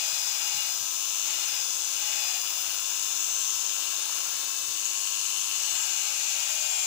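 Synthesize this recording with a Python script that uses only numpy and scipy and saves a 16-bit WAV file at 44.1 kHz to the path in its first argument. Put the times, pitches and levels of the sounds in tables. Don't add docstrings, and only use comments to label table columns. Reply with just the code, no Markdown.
import sys
import numpy as np
from scipy import signal
from scipy.fft import rfft, irfft
from scipy.io import wavfile
from scipy.ndimage import uniform_filter1d

SR = 44100
rng = np.random.default_rng(int(sys.argv[2]) if len(sys.argv) > 2 else 0)


def master_out(mix):
    frames = np.transpose(np.atleast_2d(mix))
    ceiling = np.clip(frames, -1, 1)
    pcm = np.round(ceiling * 32767).astype(np.int16)
    wavfile.write(sys.argv[1], SR, pcm)


N = 302526
TIME = np.arange(N) / SR
FREQUENCIES = np.fft.rfftfreq(N, 1 / SR)
FIRING_HZ = 100.05
LEFT_DELAY_S = .00084
START_PHASES = rng.random((64, 8)) - .5

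# (time [s], speed [Hz])
SHAFT_SPEED = [(0.0, 314.7), (0.26, 316.0), (0.79, 317.3), (0.99, 321.5), (1.31, 323.1), (1.57, 317.2),
               (1.89, 319.0), (2.09, 321.0), (2.37, 313.7), (2.58, 318.4), (2.96, 322.3), (4.18, 327.0),
               (4.9, 328.3), (5.33, 326.8), (5.62, 327.5), (5.97, 320.6), (6.37, 316.4), (6.86, 307.9)]
# (start [s], end [s], time to bite [s], added load [1 = a full cut])
WOOD_CUTS = [(-0.1, 0.722, .05, 0.85), (1.232, 1.626, 0.065, 0.84), (1.948, 2.385, 0.089, 0.9),
             (2.424, 2.747, .05, .2), (3.675, 4.447, 0.34, .2), (5.45, 7, 0.23, 0.75)]
# (frequency [Hz], width [Hz], gain [dB])
PEAKS_AND_NOTCHES = [(308.7, 6.6, -28), (617, 51, 8.5), (701.5, 12, 11), (859, 17, -5), (1079, 19, 6),
                     (2586, 79, -12.5), (2670, 140, 3), (4252, 41, 6), (5064, 79, 5), (5240, 50, 1.5),
                     (5895, 150, -8.5), (7450, 56, 8.5)]
# (shaft multiple, level running free [dB], level cutting [dB], right ear gain [dB])
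WHINE_TONES = [(2, -65, -57, -6), (3, -57, -61, -5), (4, -59, -62, -8), (5, -57, -54, -10),
               (6, -68, -57, -10), (7, -64, -52, -13), (9, -52, -42, -17), (12, -55, -48, -17),
               (13, -51, -44, -17), (14, -56, -50, -13), (15, -62, -51, -12), (17, -56, -47, -16),
               (18, -46, -43, -19), (20, -48, -43, -21), (21, -41, -43, -21), (22, -51, -43, -23),
               (23, -48, -43, -24), (25, -55, -51, -17), (29, -55, -60, -7), (31, -57, -55, -6),
               (32, -60, -55, -3), (46, -56, -49, -11), (47, -53, -55, -9)]
# (shaft multiple, level running free [dB], level cutting [dB],
# change once the tool is tilted [dB], right ear gain [dB])
BEAMED_TONES = [(1, -58, -58, -1, -12), (8, -47, -40, 0, -8), (11, -44, -42, -2, -14),
                (16, -40, -39, -5, -17), (19, -35, -37, -2, -25), (24, -44, -42, 2, -26)]
# (shaft multiple, steps, level running free [dB], level cutting [dB], right ear gain [dB])
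SIDE_TONES = [(1, 1, -65, -72, -13), (1, 2, -62, -65, -8), (2, 1, -62, -61, -6), (2, 2, -57, -52, -8),
              (3, -1, -61, -55, -5), (3, 1, -58, -63, -6), (3, 2, -64, -72, -2), (4, -1, -70, -65, -8),
              (4, 1, -59, -60, -12), (8, -2, -55, -55, -19), (8, -1, -50, -46, -18), (8, 1, -45, -45, -20),
              (8, 2, -46, -47, -18), (8, 3, -46, -44, -16), (8, 4, -48, -53, -17), (8, 5, -52, -51, -20),
              (16, 1, -49, -53, -19)]
# (middle [s], length [s], depth [dB])
BUZZ_DIPS = [(0.2, 0.38, 9), (0.81, 0.71, 6), (1.734, 0.42, 4.5), (4.536, 0.81, 11)]
# (frequency [Hz], likeness [0 to 1])
EAR_LIKENESS = [(60, 1), (300, 0.6), (700, 0.58), (1300, 0.32), (2500, 0.087), (6000, 0.1), (15000, 0.12)]
# (frequency [Hz], left level [dB per Hz], right level [dB per Hz])
FAN_SPECTRUM = [(25, -113, -113), (130, -92.5, -94.5), (230, -100, -100.5), (450, -92, -99),
                (880, -87, -83), (2330, -80.5, -93.5), (2980, -71, -81.5), (3260, -70.5, -86),
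                (4560, -70.5, -78), (6000, -71, -81.5), (8240, -72.5, -89), (9460, -77, -77),
                (10530, -77, -75.5), (11800, -78.5, -80), (13100, -94, -81)]
# (frequency [Hz], left level [dB per Hz], right level [dB per Hz])
BODY_SPECTRUM = [(200, -110, -112), (320, -85.5, -105), (463, -89.5, -109), (560, -79, -82),
                 (850, -83.5, -92.5), (1070, -78, -92.5), (1370, -79, -90), (1660, -77.5, -97),
                 (2220, -105, -102), (4000, -115, -120)]
# (time [s], gain [dB])
BODY_GAIN = [(0, -1.5), (.5, 0.5), (.85, -2), (1.4, 1.5), (1.75, -1), (2.6, 0.5), (3.6, 0), (4.2, 4.5),
             (4.65, -2.5), (6, -0.5), (6.6, -5)]
# (frequency [Hz], left gain [dB], right gain [dB])
VENT_SPECTRUM = [(2000, -68, -79), (4400, -31, -65), (5400, -6.5, -39), (6520, 5, -10), (7030, 2.5, -20),
                 (7780, -3, -32), (8210, -13, -40), (9600, -47, -52)]
# (time [s], level [dB])
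VENT_LOUDNESS = [(0, -33.5), (.8, -34.5), (1.2, -32), (2.1, -33), (2.75, -36), (2.95, -32), (3.55, -31),
                 (3.8, -34), (4.55, -35.5), (4.9, -31.5), (6, -31), (6.86, -32)]
# (frequency [Hz], left gain [dB], right gain [dB])
FIZZ_SPECTRUM = [(9000, -65, -65), (13000, -35, -40), (13800, -7, -13), (14800, -1.5, -18), (15160, 6, -20),
                 (16000, -14, -12)]
# (time [s], level [dB])
FIZZ_LOUDNESS = [(0, -40), (2.2, -39.5), (2.6, -36.5), (2.9, -40), (4.5, -40), (4.9, -43.5), (6.86, -42.5)]
# (frequency [Hz], left level [dB per Hz], right level [dB per Hz])
RASP_SPECTRUM = [(60, -108, -110), (148, -100, -101), (440, -103, -100), (750, -74.5, -91),
                 (1110, -86, -85), (1350, -76.5, -85), (1720, -80, -86), (2400, -72, -90), (3350, -73, -87),
                 (5400, -79.5, -88), (7470, -72, -81), (8900, -100, -100), (13000, -104, -99)]
# (frequency [Hz], width [Hz], gain [dB])
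HOUSING_RINGS = [(1140, 260, -8), (1380, 73, 11), (1630, 200, -6), (2670, 260, 9), (3000, 180, 20.5),
                 (4300, 760, -55)]
# (time [s], level [dB])
HAND_BUMPS = [(0.12, -56), (0.539, -53), (0.8, -52), (1.45, -63), (2.669, -58), (4.67, -56), (5.72, -56),
              (6.82, -76)]
# (middle [s], length [s], shaft multiple, steps of the firing rate, level [dB])
TONE_SWELLS = [(0.285, .045, 17, 0, -40), (0.487, .05, 9, 0, -36), (0.52, .42, 2, 2, -52),
               (0.607, .05, 9, 0, -36), (1.35, .05, 9, 0, -40), (2.17, .35, 2, 2, -51),
               (2.23, .2, 8, 0, -39), (2.3, .2, 2, 1, -52), (3.37, .35, 19, 0, -39), (4.56, .4, 8, 0, -46),
               (6.7, .5, 2, 1, -56), (6.83, .25, 24, 0, -37)]


def gain_of(db):
    return 10 ** (np.asarray(db) / 20)


def normalize(x):
    return x / np.sqrt(np.mean(x ** 2) + 1e-20)


def over_time(table):
    times, values = np.transpose(table)
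    return np.interp(TIME, times, values)


def over_frequency(table):
    hz, *columns = np.transpose(table)
    return np.array([np.interp(np.log(FREQUENCIES + 1), np.log(hz), column) for column in columns])


def wander(rate_hz):
    points = rng.standard_normal(4096)
    return normalize(np.interp(TIME * rate_hz, np.arange(len(points)), points))


def burr_load(idle_load=0.064, release_s=0.067):
    load = idle_load
    for start, end, bite_s, added_load in WOOD_CUTS:
        biting = (TIME - start) / bite_s
        letting_go = (end - TIME) / release_s + .5
        load = load + added_load * np.clip(np.minimum(biting, letting_go), 0, 1)
    return load


def resonance_db(cycles, stride=128):
    hz = np.gradient(cycles[::stride], TIME[::stride])
    gain_db = sum(db / (1 + (2 * (hz - center) / width) ** 2) for center, width, db in PEAKS_AND_NOTCHES)
    return np.interp(TIME, TIME[::stride], gain_db)


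def motor_tone(turns, multiple, level_db, right_db, waver_db, roughness, step=0, scatter=0):
    firings = TIME * FIRING_HZ - .62
    phase = START_PHASES[multiple, 0] + scatter * (step != 0) * START_PHASES[multiple, step]
    cycles = multiple * turns + step * firings + phase
    average_hz = multiple * turns[-1] / TIME[-1] + step * FIRING_HZ
    left = np.cos(2 * np.pi * (cycles - average_hz * LEFT_DELAY_S))
    left *= gain_of(level_db + waver_db * np.tanh(wander(rate_hz=7)))
    right = np.cos(2 * np.pi * cycles)
    right *= gain_of(level_db + right_db + waver_db * np.tanh(wander(rate_hz=5.9)))
    flutter = 1 + roughness * wander(rate_hz=90)
    return np.sqrt(2) * flutter * gain_of(resonance_db(cycles)) * np.array([left, right])


def whine(turns, load, tilt):
    bite = np.clip(load, 0, 1)
    roughness = 0.12 + 0.14 * bite
    out = 0
    for multiple, free_db, cutting_db, right_db in WHINE_TONES:
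        level_db = free_db + bite * (cutting_db - free_db) + 0.9 - 0.5 * load
        out += motor_tone(turns, multiple, level_db, right_db, waver_db=3, roughness=roughness)
    for multiple, free_db, cutting_db, tilt_db, right_db in BEAMED_TONES:
        level_db = free_db + bite * (cutting_db - free_db) + tilt * tilt_db - 0.18
        out += motor_tone(turns, multiple, level_db, right_db, waver_db=1.3, roughness=roughness)
    return out


def hump(middle_s, length_s):
    return np.cos(np.pi * np.clip((TIME - middle_s) / length_s, -.5, .5))


def buzz(turns, load, buzz_db):
    bite = np.clip(load, 0, 1)
    out = 0
    for multiple, step, free_db, cutting_db, right_db in SIDE_TONES:
        extra_db = buzz_db + 0.36 if multiple > 4 else 0.2
        level_db = free_db + bite * (cutting_db - free_db) + extra_db
        out += motor_tone(turns, multiple, level_db, right_db, waver_db=1.6, roughness=0.12,
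                          step=step, scatter=.08 + .9 * bite)
    return out


def current_surges(decay_s):
    age_s = (TIME * FIRING_HZ - .6) % 1 / FIRING_HZ
    return age_s / decay_s * np.exp(1 - age_s / decay_s)


def hiss(spectrum, flutter):
    shared, separate = rfft(rng.standard_normal((2, N)) * normalize(flutter))
    likeness = over_frequency(EAR_LIKENESS)[0]
    left = shared * np.exp(-2j * np.pi * FREQUENCIES * LEFT_DELAY_S)
    right = likeness * shared + np.sqrt(1 - likeness ** 2) * separate
    return irfft(np.array([left, right]) * gain_of(over_frequency(spectrum)), N) * np.sqrt(SR / 2)


def fan_air(turns, body_db):
    surge = current_surges(decay_s=0.00088)
    rush = hiss(FAN_SPECTRUM, 1 + 0.2 * surge + 0.071 * wander(rate_hz=790))
    body = hiss(BODY_SPECTRUM, 1 + 1.34 * surge + 0.072 * wander(rate_hz=190)) * gain_of(body_db)
    vent_flutter_db = 2.7 * surge + 3.1 * np.cos(2 * np.pi * turns) + wander(rate_hz=690)
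    vent = normalize(hiss(VENT_SPECTRUM, gain_of(vent_flutter_db)))
    vent *= gain_of(over_time(VENT_LOUDNESS))
    fizz = normalize(hiss(FIZZ_SPECTRUM, gain_of(0.89 * wander(rate_hz=350))))
    fizz *= gain_of(over_time(FIZZ_LOUDNESS))
    return rush + body + vent + fizz


def wood_rasp(turns, load):
    tearing_db = 1.9 * np.cos(2 * np.pi * turns) + 1.5 * wander(rate_hz=300)
    return hiss(RASP_SPECTRUM, gain_of(tearing_db)) * load ** 0.53


def brush_sparks(load, buzz_db, body_db, level_db=-41.5, right_db=-10, steadying_db=5):
    kicks = current_surges(decay_s=0.00014) * rng.standard_normal(N)
    t = np.arange(2048) / SR
    ringing = 0
    for hz, width, db in HOUSING_RINGS:
        ring = width * np.exp(-np.pi * width * t) * np.cos(2 * np.pi * hz * t)
        ring_db = db + (buzz_db if hz > 2000 else body_db)
        ringing += signal.fftconvolve(kicks, ring)[:N] * gain_of(ring_db)
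    left = normalize(ringing) * gain_of(level_db - steadying_db * load)
    right = gain_of(right_db) * np.roll(left, -round(LEFT_DELAY_S * SR))
    return np.array([left, right])


def drifting_echoes(sound, depth_db=1.5):
    slices = signal.stft(sound, nperseg=1024, noverlap=768)[2]
    ripples = uniform_filter1d(rng.standard_normal(slices.shape), size=3, axis=1)
    ripples = uniform_filter1d(ripples, size=70, axis=2)
    slices *= normalize(gain_of(depth_db * normalize(ripples)))
    return signal.istft(slices, nperseg=1024, noverlap=768)[1][:, :N]


def hand_bumps(band_hz=(78, 180), rise_s=.016, gain_db=-1):
    t = np.arange(SR // 4) / SR
    swell = t / rise_s * np.exp(-t / rise_s)
    dull_filter = signal.butter(4, band_hz, "band", fs=SR, output="sos")
    out = np.zeros(N + SR)
    for start_s, db in HAND_BUMPS:
        knock = signal.sosfilt(dull_filter, rng.standard_normal(len(t))) * swell
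        out[round(start_s * SR):][:len(t)] += gain_of(db + gain_db) * knock / abs(knock).max()
    return out[:N]


def squeaks(turns):
    out = 0
    for middle_s, length_s, multiple, step, db in TONE_SWELLS:
        tone = motor_tone(turns, multiple, db, right_db=-6, waver_db=1, roughness=0.14,
                          step=step, scatter=1)
        out += hump(middle_s, length_s) * tone
    return out


def scene(tilt_at_s=3.9, tilt_takes_s=1):
    load = burr_load()
    tilt = np.clip((TIME - tilt_at_s) / tilt_takes_s, 0, 1)
    tremble = (0.00045 + 0.00035 * load) * wander(rate_hz=45)
    turns = np.cumsum(over_time(SHAFT_SPEED) * (1 + tremble)) / SR
    dips_db = sum(depth * hump(middle_s, length_s) ** 2 for middle_s, length_s, depth in BUZZ_DIPS)
    buzz_db = -0.55 + 1.5 * tilt - dips_db
    body_db = over_time(BODY_GAIN)
    tones = whine(turns, load, tilt) + buzz(turns, load, buzz_db) + squeaks(turns)
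    noises = fan_air(turns, body_db) + wood_rasp(turns, load) + brush_sparks(load, buzz_db, body_db)
    return tones + drifting_echoes(noises) + hand_bumps()


def record(dry, cutoff_hz=15600):
    low_pass = signal.firwin(511, cutoff_hz, window=("kaiser", 9), fs=SR)
    return signal.oaconvolve(dry, low_pass[None], "same")


dry = scene()
out = record(dry)
master_out(out)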